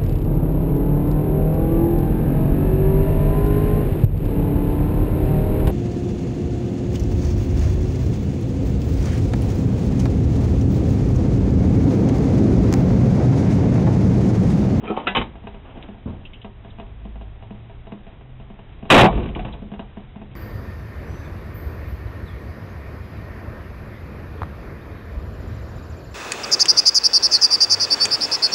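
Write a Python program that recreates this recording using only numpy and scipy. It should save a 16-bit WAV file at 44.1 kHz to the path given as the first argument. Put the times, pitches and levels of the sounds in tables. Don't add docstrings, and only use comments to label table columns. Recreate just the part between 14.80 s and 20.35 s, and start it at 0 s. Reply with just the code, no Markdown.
import sys
import numpy as np
from scipy import signal
from scipy.fft import rfft, irfft
from scipy.io import wavfile

SR = 44100
rng = np.random.default_rng(int(sys.argv[2]) if len(sys.argv) > 2 else 0)


def int16_out(signal):
    q = np.round(np.clip(np.atleast_2d(signal).T, -1, 1) * 32767)
    wavfile.write(sys.argv[1], SR, q.astype(np.int16))


N = 244887
TIME, AGE = np.arange(N) / SR, np.arange(SR) / SR
BASS_HZ, MIDDLE_HZ, TREBLE_HZ = (85, 400), (400, 1050), (1100, 4500)
ROOM_T60_S, ROOM_TREBLE_T60_S = 0.57, 0.33

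# frequency in Hz, level in dB, T60 in seconds.
BOARD_MODES = [(139.7, 4, 0.52), (175.8, 5, 0.43), (211, 5, 1), (298.3, -1.5, 0.2), (361.4, 5, 0.14),
               (416, 0.5, 0.55), (484, -3.5, 0.27), (527.4, -0.5, 0.27), (664, -6.5, .3), (691, 7.5, 0.18),
               (744, -9, 0.32), (861, 2.5, 0.27), (982, -1, 0.22), (1097, 0.5, 0.22), (1173, -5.5, 0.55),
               (1514, -1, 0.18), (1680, -9, 0.1), (1706, -15.5, 0.4), (2294, -6, 0.35), (2464, 0, 0.15),
               (2690, 7, 0.073), (2786, -8.5, 0.22), (2930, -2.5, 0.17), (3400, -19.5, 0.15)]


def undb(db):
    return 10 ** (np.asarray(db) / 20)


def fade(t60):
    return np.exp(-np.log(1000) * AGE / max(t60, .005))


def band(x, lo_hz, hi_hz):
    return signal.sosfilt(signal.butter(3, [lo_hz, hi_hz], "band", fs=SR, output="sos"), x)


def onset_level(x, db):
    return x * undb(db) / np.std(x[:SR // 50])


def noise(colour, size):
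    hz, db = np.transpose(colour)
    bins_hz = np.maximum(np.fft.rfftfreq(size, 1 / SR), 1)
    gain = undb(np.interp(np.log(bins_hz), np.log(hz), db))
    x = irfft(rfft(rng.standard_normal(size)) * gain, size)
    return x / np.std(x)


def walk(rate_hz):
    knots = rng.standard_normal(int(rate_hz * N / SR) + 2)
    return np.interp(TIME * rate_hz, np.arange(len(knots)), knots)


def add(out, s, x):
    i = max(int(s * SR), 0)
    out[i:i + len(x)] += x[:max(N - i, 0)]


def impact(modes, t60, middle_db, bass_db, treble_db,
           wash_db, treble_wash_db, room_db, treble_t60_ratio, bass_lag_s, rise_s):
    ring = 0
    for hz, db, mode_t60 in modes:
        envelope = undb(db + rng.standard_normal()) * fade(mode_t60)
        detuning = 1 + 0.002 * rng.standard_normal()
        ring = ring + envelope * np.sin(2 * np.pi * hz * detuning * AGE)
    swell = 1 - np.exp(-AGE / max(rise_s, 1e-4))

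    def register(edges_hz, db, noise_db, band_t60, room_t60):
        decay = fade(band_t60) + undb(room_db) * fade(room_t60)
        wash = onset_level(band(rng.standard_normal(SR) * decay, *edges_hz), noise_db)
        resolved = onset_level(band(ring * fade(4 * band_t60), *edges_hz), 0)
        return onset_level(swell * (resolved + wash), middle_db + db)

    bass = register(BASS_HZ, bass_db, wash_db, t60, ROOM_T60_S)
    middle = register(MIDDLE_HZ, 0, wash_db, t60, ROOM_T60_S)
    treble = register(TREBLE_HZ, treble_db, treble_wash_db, t60 * treble_t60_ratio, ROOM_TREBLE_T60_S)
    return middle + treble + np.pad(bass, (int(bass_lag_s * SR), 0))[:SR]


def impacts(rows, modes, gain_db, **contact):
    out = np.zeros(N)
    for s, db, bass_db, treble_db, t60 in rows:
        add(out, s, impact(modes, t60, db + gain_db, bass_db, treble_db, **contact))
    return out


def resonances(rows, room_db):
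    out = np.zeros(N)
    for s, db, hz, width_hz in rows:
        t60 = 0.15 * np.sqrt(100 / width_hz)
        burst = rng.standard_normal(SR) * (fade(t60) + undb(room_db) * fade(ROOM_TREBLE_T60_S))
        peak = signal.iirpeak(hz, hz / width_hz / 1.57, fs=SR)
        ring = signal.lfilter(*peak, signal.lfilter(*peak, burst))
        add(out, s, onset_level(ring, db))
    return out


def room_tone():
    # frequency in Hz, relative density in dB.
    colour = [(12, -37.5), (20, -2.5), (76, -8), (144, -14.5), (188, -19), (405, -27.5), (462, -29),
              (550, -31), (642, -28.5), (782, -31.5), (1190, -35), (1450, -36), (3800, -39.5), (4940, -64),
              (8360, -120)]
    return noise(colour, N) * undb(-41 + walk(6.91))


def engine(waver_db=2, wander_rad=0.21):
    # time in seconds, firing rate in Hz, mean level of the second harmonic in dB.
    run = [(.55, 43, -54.5), (1.201, 50.1, -53), (1.7, 55.23, -46.5), (2.25, 52.3, -50.5), (2.8, 56.2, -43),
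           (3.2, 61.03, -51.5), (3.55, 63.4, -45), (4.0, 61.5, -56), (4.9, 63, -54), (5.55, 65, -44.5)]
    s, hz, db = np.transpose(run)
    phase = 2 * np.pi * np.cumsum(np.interp(TIME, s, hz)) / SR
    labour_db = 24.5 * np.exp(-((TIME - 2.31) / 0.35) ** 2)
    out = np.zeros(N)
    for k, harmonic_db in [(1, labour_db - 8.5), (2, 0)]:
        harmonic = np.sqrt(2) * np.sin(k * (phase + wander_rad * walk(9)))
        out += harmonic * undb(np.interp(TIME, s, db) + harmonic_db + waver_db * walk(5.3))
    return out


def footfall():
    # start in seconds, middle level in dB, bass and treble in dB re middle, T60 in seconds.
    bumps = [(1.257, -40.5, 15, -28, 0.1), (1.274, -38.5, 11.5, -15, 0.68)]
    # frequency in Hz, level in dB, T60 in seconds.
    floor_modes = [(86.4, 9, 0.48), (100, 3.5, 0.49), (140.6, 1, 0.52), (180, -1.5, 0.26), (209.4, 3, 0.52),
                   (242, -0.5, 0.22), (335, -8, 0.14), (426, -7, 0.12), (493, -22, 0.16), (654, -22, 0.75),
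                   (1370, -26, .1)]
    return impacts(bumps, floor_modes, gain_db=0, wash_db=-9, treble_wash_db=-7, room_db=-13,
                   treble_t60_ratio=1, bass_lag_s=0.0013, rise_s=0.0017)


def spatter(count=110, level_db=-58.5, spread_db=2):
    ticks = np.zeros(N)
    ticks[rng.integers(N, size=count)] = undb(spread_db * rng.standard_normal(count))
    # frequency in Hz, relative density in dB.
    colour = [(150, -14.5), (210, 6), (450, -1.5), (750, -3), (1400, -35.5), (2800, -14), (4000, -22.5)]
    patter = signal.fftconvolve(ticks, noise(colour, SR) * fade(0.063))[:N]
    return undb(level_db) * patter / np.std(patter)


def drips(small_count=16, t60=0.22, treble_db_per_db=0.3):
    # start in seconds, middle level in dB before the gain, bass in dB re middle.
    large_drops = [(0.554, -37, -9), (0.637, -40.5, 10), (0.67, -29, -11), (0.743, -36, -9),
                   (0.97, -36.5, -0.5), (1.086, -36.5, 8), (1.144, -43, -16), (1.645, -31.5, 0.5),
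                   (1.847, -37.5, -2.5), (1.985, -35.5, 4.5), (1.998, -30.5, -13), (2.252, -39, 9.5),
                   (2.356, -38.5, 2), (2.411, -36, -2), (2.624, -37.5, -8), (2.706, -37, 9.5),
                   (2.896, -39, -19), (3.069, -36.5, -4), (3.12, -33, 7), (3.266, -39.5, -1.5),
                   (3.41, -42, -5), (3.599, -40, 0.5), (3.701, -40, 7), (3.79, -38, -4), (4.026, -36, 9),
                   (4.053, -34.5, -12.5), (4.819, -40.5, 15.5), (4.917, -35.5, 10.5), (4.937, -32.5, -9),
                   (4.993, -28.5, 1.5), (5.17, -35, 7), (5.358, -37.5, 8.5), (5.415, -36.5, 6.5)]
    # frequency in Hz, level in dB, T60 in seconds.
    hollow_modes = [(205.5, 16.5, 0.37), (228, 11, 0.17), (399, -4, 0.49), (666.5, 0, 0.14),
                    (760, -11, 0.27), (942, -14.5, 0.23), (980, -21.5, 0.103), (1583, -13.5, 0.044),
                    (1960, -15.5, 0.02), (2540, -11.5, 0.032), (2820, -13.5, 0.059)]
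    small_drops = [((k + when) / small_count * N / SR, -50 + 3 * size, -1)
                   for k, (when, size) in enumerate(rng.random((small_count, 2)))]
    usual_db = np.mean([db for _, db, _ in large_drops])
    rows = [(s, db, bass_db, -9 + treble_db_per_db * (db - usual_db), t60)
            for s, db, bass_db in large_drops + small_drops]
    return impacts(rows, hollow_modes, gain_db=-6.5, wash_db=-8.5, treble_wash_db=-5, room_db=-15.5,
                   treble_t60_ratio=0.61, bass_lag_s=0.0021, rise_s=0.00033)


def sleeve(flutter_db=3, rise_db_per_s=259, fall_db_per_s=109.5):
    # start and end of the hold in seconds, level in dB.
    strokes = [(0.06, 0.266, -35), (0.886, 1.053, -45)]
    # frequency in Hz, relative density in dB.
    colour = [(100, -13.5), (250, 7), (500, -1), (850, -1), (1400, -11), (2200, -17), (3000, -11),
              (4000, -23.5)]
    envelope = np.zeros(N)
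    for start, end, db in strokes:
        before_s, after_s = np.maximum(start - TIME, 0), np.maximum(TIME - end, 0)
        envelope += undb(db - rise_db_per_s * before_s - fall_db_per_s * after_s)
    return noise(colour, N) * envelope * undb(flutter_db * walk(97))


def clicks():
    # start in seconds, level in dB, centre frequency and bandwidth in Hz.
    contacts = [(.068, -38.5, 2400, 110), (.070, -42, 1330, 60), (1.025, -44, 2932, 1500),
                (1.451, -43, 2930, 447), (1.533, -44.5, 2930, 437), (1.615, -48, 3070, 800),
                (1.901, -51, 3500, 900), (4.488, -47.5, 2620, 600), (4.549, -39, 2630, 910),
                (4.725, -43, 3720, 710)]
    return resonances(contacts, room_db=-19.5)


def grip():
    # start in seconds, middle level in dB before the gain, bass and treble in dB re middle,
    # T60 in seconds.
    knocks = [(.022, -45.5, 10.5, -13.5, 0.24), (.076, -33, -2, -0.5, 0.086), (.095, -29, -7, -13.5, 0.097),
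              (.101, -21, -1.5, -16, 0.15)]
    # frequency in Hz, level in dB, T60 in seconds.
    stock_modes = [(217.5, 7.5, 0.22), (336, -1, 0.23), (407, 5, 0.081), (470, -8, 0.063), (738, -9.5, 0.7),
                   (1290, -15, 0.32), (1294, -8.5, .15), (2500, -14.5, .2), (3130, -11, 0.06)]
    return impacts(knocks, stock_modes, gain_db=-1.5, wash_db=-11.5, treble_wash_db=-9, room_db=-10,
                   treble_t60_ratio=0.8, bass_lag_s=0.00074, rise_s=0.0032)


def latch():
    # start in seconds, middle level in dB before the gain, bass and treble in dB re middle,
    # T60 in seconds.
    snap = [(.269, -28.5, -2.5, 10.5, 0.31)]
    # frequency in Hz, level in dB, T60 in seconds.
    latch_modes = [(196, -4, 0.51), (728, -16, 0.45), (975, -22.5, 0.98), (1356, -0.5, 0.056),
                   (1520, -10.5, 0.24), (1700, -13, 0.3), (2000, -11.5, 0.23), (2576, -6.5, 0.13),
                   (2650, -7, 0.15), (2780, -10.5, 0.28), (3120, -19.5, 0.1)]
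    return impacts(snap, latch_modes, gain_db=-1, wash_db=-4.5, treble_wash_db=-4, room_db=-26,
                   treble_t60_ratio=0.46, bass_lag_s=0.0033, rise_s=0.0015)


def cocking(t60=0.11):
    # start in seconds, middle level in dB before the gain, bass and treble in dB re middle.
    clacks = [(0.165, -23, -12, -4.5), (0.173, -16.5, -20, -24), (0.197, -28, -14, -6),
              (0.349, -16.5, -16, 3.5), (0.360, -16, 0.5, 2), (0.3676, -20, 6, 8.5), (0.396, -31, 12.5, 2),
              (0.413, -20.5, -2, -1)]
    # frequency in Hz, level in dB, T60 in seconds.
    action_modes = [(140, -8.5, .2), (231, 16, 0.62), (333, -4.5, .15), (446, -11, .12), (564, -16, .2),
                    (796, -4.5, 0.2), (902, -1.5, 0.21), (995, -9, 0.067), (1091, 4.5, 0.08),
                    (1237, -4.5, 0.23), (2070, -3.5, .11), (2300, -0.5, 0.16), (2540, -3.5, .18),
                    (3030, 7, 0.077), (3150, -10, .12), (3210, -14.5, 0.076)]
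    rows = [(*clack, t60) for clack in clacks]
    return impacts(rows, action_modes, gain_db=-9, wash_db=-1.5, treble_wash_db=0, room_db=-17.5,
                   treble_t60_ratio=1, bass_lag_s=0.0026, rise_s=0.00064)


def shudder(rise_s=0.018):
    # start in seconds, level in dB before the envelope, T60 in seconds.
    booms = [(0.358, -23.5, 0.68), (4.105, -12, 0.57), (4.29, -19.5, 1.67)]
    # frequency in Hz, relative density in dB.
    colour = [(15, -28.5), (36, 7), (53, 6.5), (85, -4.5), (130, -6), (250, -11.5), (600, -46)]
    swell = 1 - np.exp(-AGE / rise_s)
    out = np.zeros(N)
    for s, db, t60 in booms:
        add(out, s, undb(db) * noise(colour, SR) * fade(t60) * swell)
    return out


def bottle_notes():
    # start in seconds, level in dB, centre frequency and bandwidth in Hz.
    notes = [(4.222, -8, 690, 90), (4.255, -21, 740, 100), (4.375, -32.5, 620, 301), (4.59, -34.5, 730, 79)]
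    return resonances(notes, room_db=-31)


def rocking(first_bass_db=13.5, bass_fall_db_per_s=25, t60=0.09):
    # start in seconds, middle level in dB before the gain, treble in dB re middle.
    knocks = [(4.326, -27.5, -2.5), (4.35, -33.5, 2.5), (4.374, -25, -6), (4.397, -30, -2),
              (4.428, -28.5, -2), (4.455, -30, 0), (4.487, -33, -8.5), (4.557, -23, -8.5), (4.59, -36.5, 8),
              (4.647, -24.5, -5), (4.68, -33, -4), (4.735, -31.5, -5.5)]
    first_s = knocks[0][0]
    rows = [(s, db, first_bass_db - bass_fall_db_per_s * (s - first_s), treble_db, t60)
            for s, db, treble_db in knocks]
    return impacts(rows, BOARD_MODES, gain_db=-11.5, wash_db=-2, treble_wash_db=0, room_db=-5.5,
                   treble_t60_ratio=0.6, bass_lag_s=0.0023, rise_s=0.0015)


def shot(first_t60=0.38, damping_s=0.088):
    # start in seconds, middle level in dB before the gain, bass and treble in dB re middle.
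    blows = [(4.093, -31.5, 8, -6.5), (4.1012, -4, -1, 6.5), (4.109, 1.5, 0.5, -2), (4.140, 2.5, -4, -2),
             (4.178, 3, -2.5, -2), (4.208, -1, 0, -1), (4.2415, -7.5, 0.5, -7.5), (4.257, -15.5, -7, -1)]
    first_s = blows[0][0]
    rows = [(s, *levels, first_t60 * np.exp(-(s - first_s) / damping_s)) for s, *levels in blows]
    return impacts(rows, BOARD_MODES, gain_db=-3.5, wash_db=0.5, treble_wash_db=2, room_db=-27,
                   treble_t60_ratio=0.66, bass_lag_s=0.004365, rise_s=0.00079)


def scene():
    rifle = cocking() + grip() + latch() + shot() + clicks() + sleeve()
    target = rocking() + bottle_notes() + shudder() + drips() + spatter()
    return (rifle + target + footfall() + room_tone() + engine())[None]


def record(dry, roll_off_hz=3700, mic_hz=3950, top_hz=15300, full_scale=0.5):
    roll_off = signal.butter(6, roll_off_hz, fs=SR, output="sos")
    narrow = signal.ellip(10, .3, 90, mic_hz, fs=SR, output="sos")
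    top_cut = signal.ellip(10, .2, 80, top_hz, fs=SR, output="sos")
    band_limited = signal.sosfilt(narrow, signal.sosfilt(roll_off, dry))
    overshooting = signal.sosfiltfilt(narrow, np.clip(band_limited, -full_scale, full_scale))
    clipped = np.clip(1.079 * overshooting, -full_scale, full_scale)
    return signal.sosfilt(top_cut, clipped)


dry = scene()
out = record(dry)
int16_out(out)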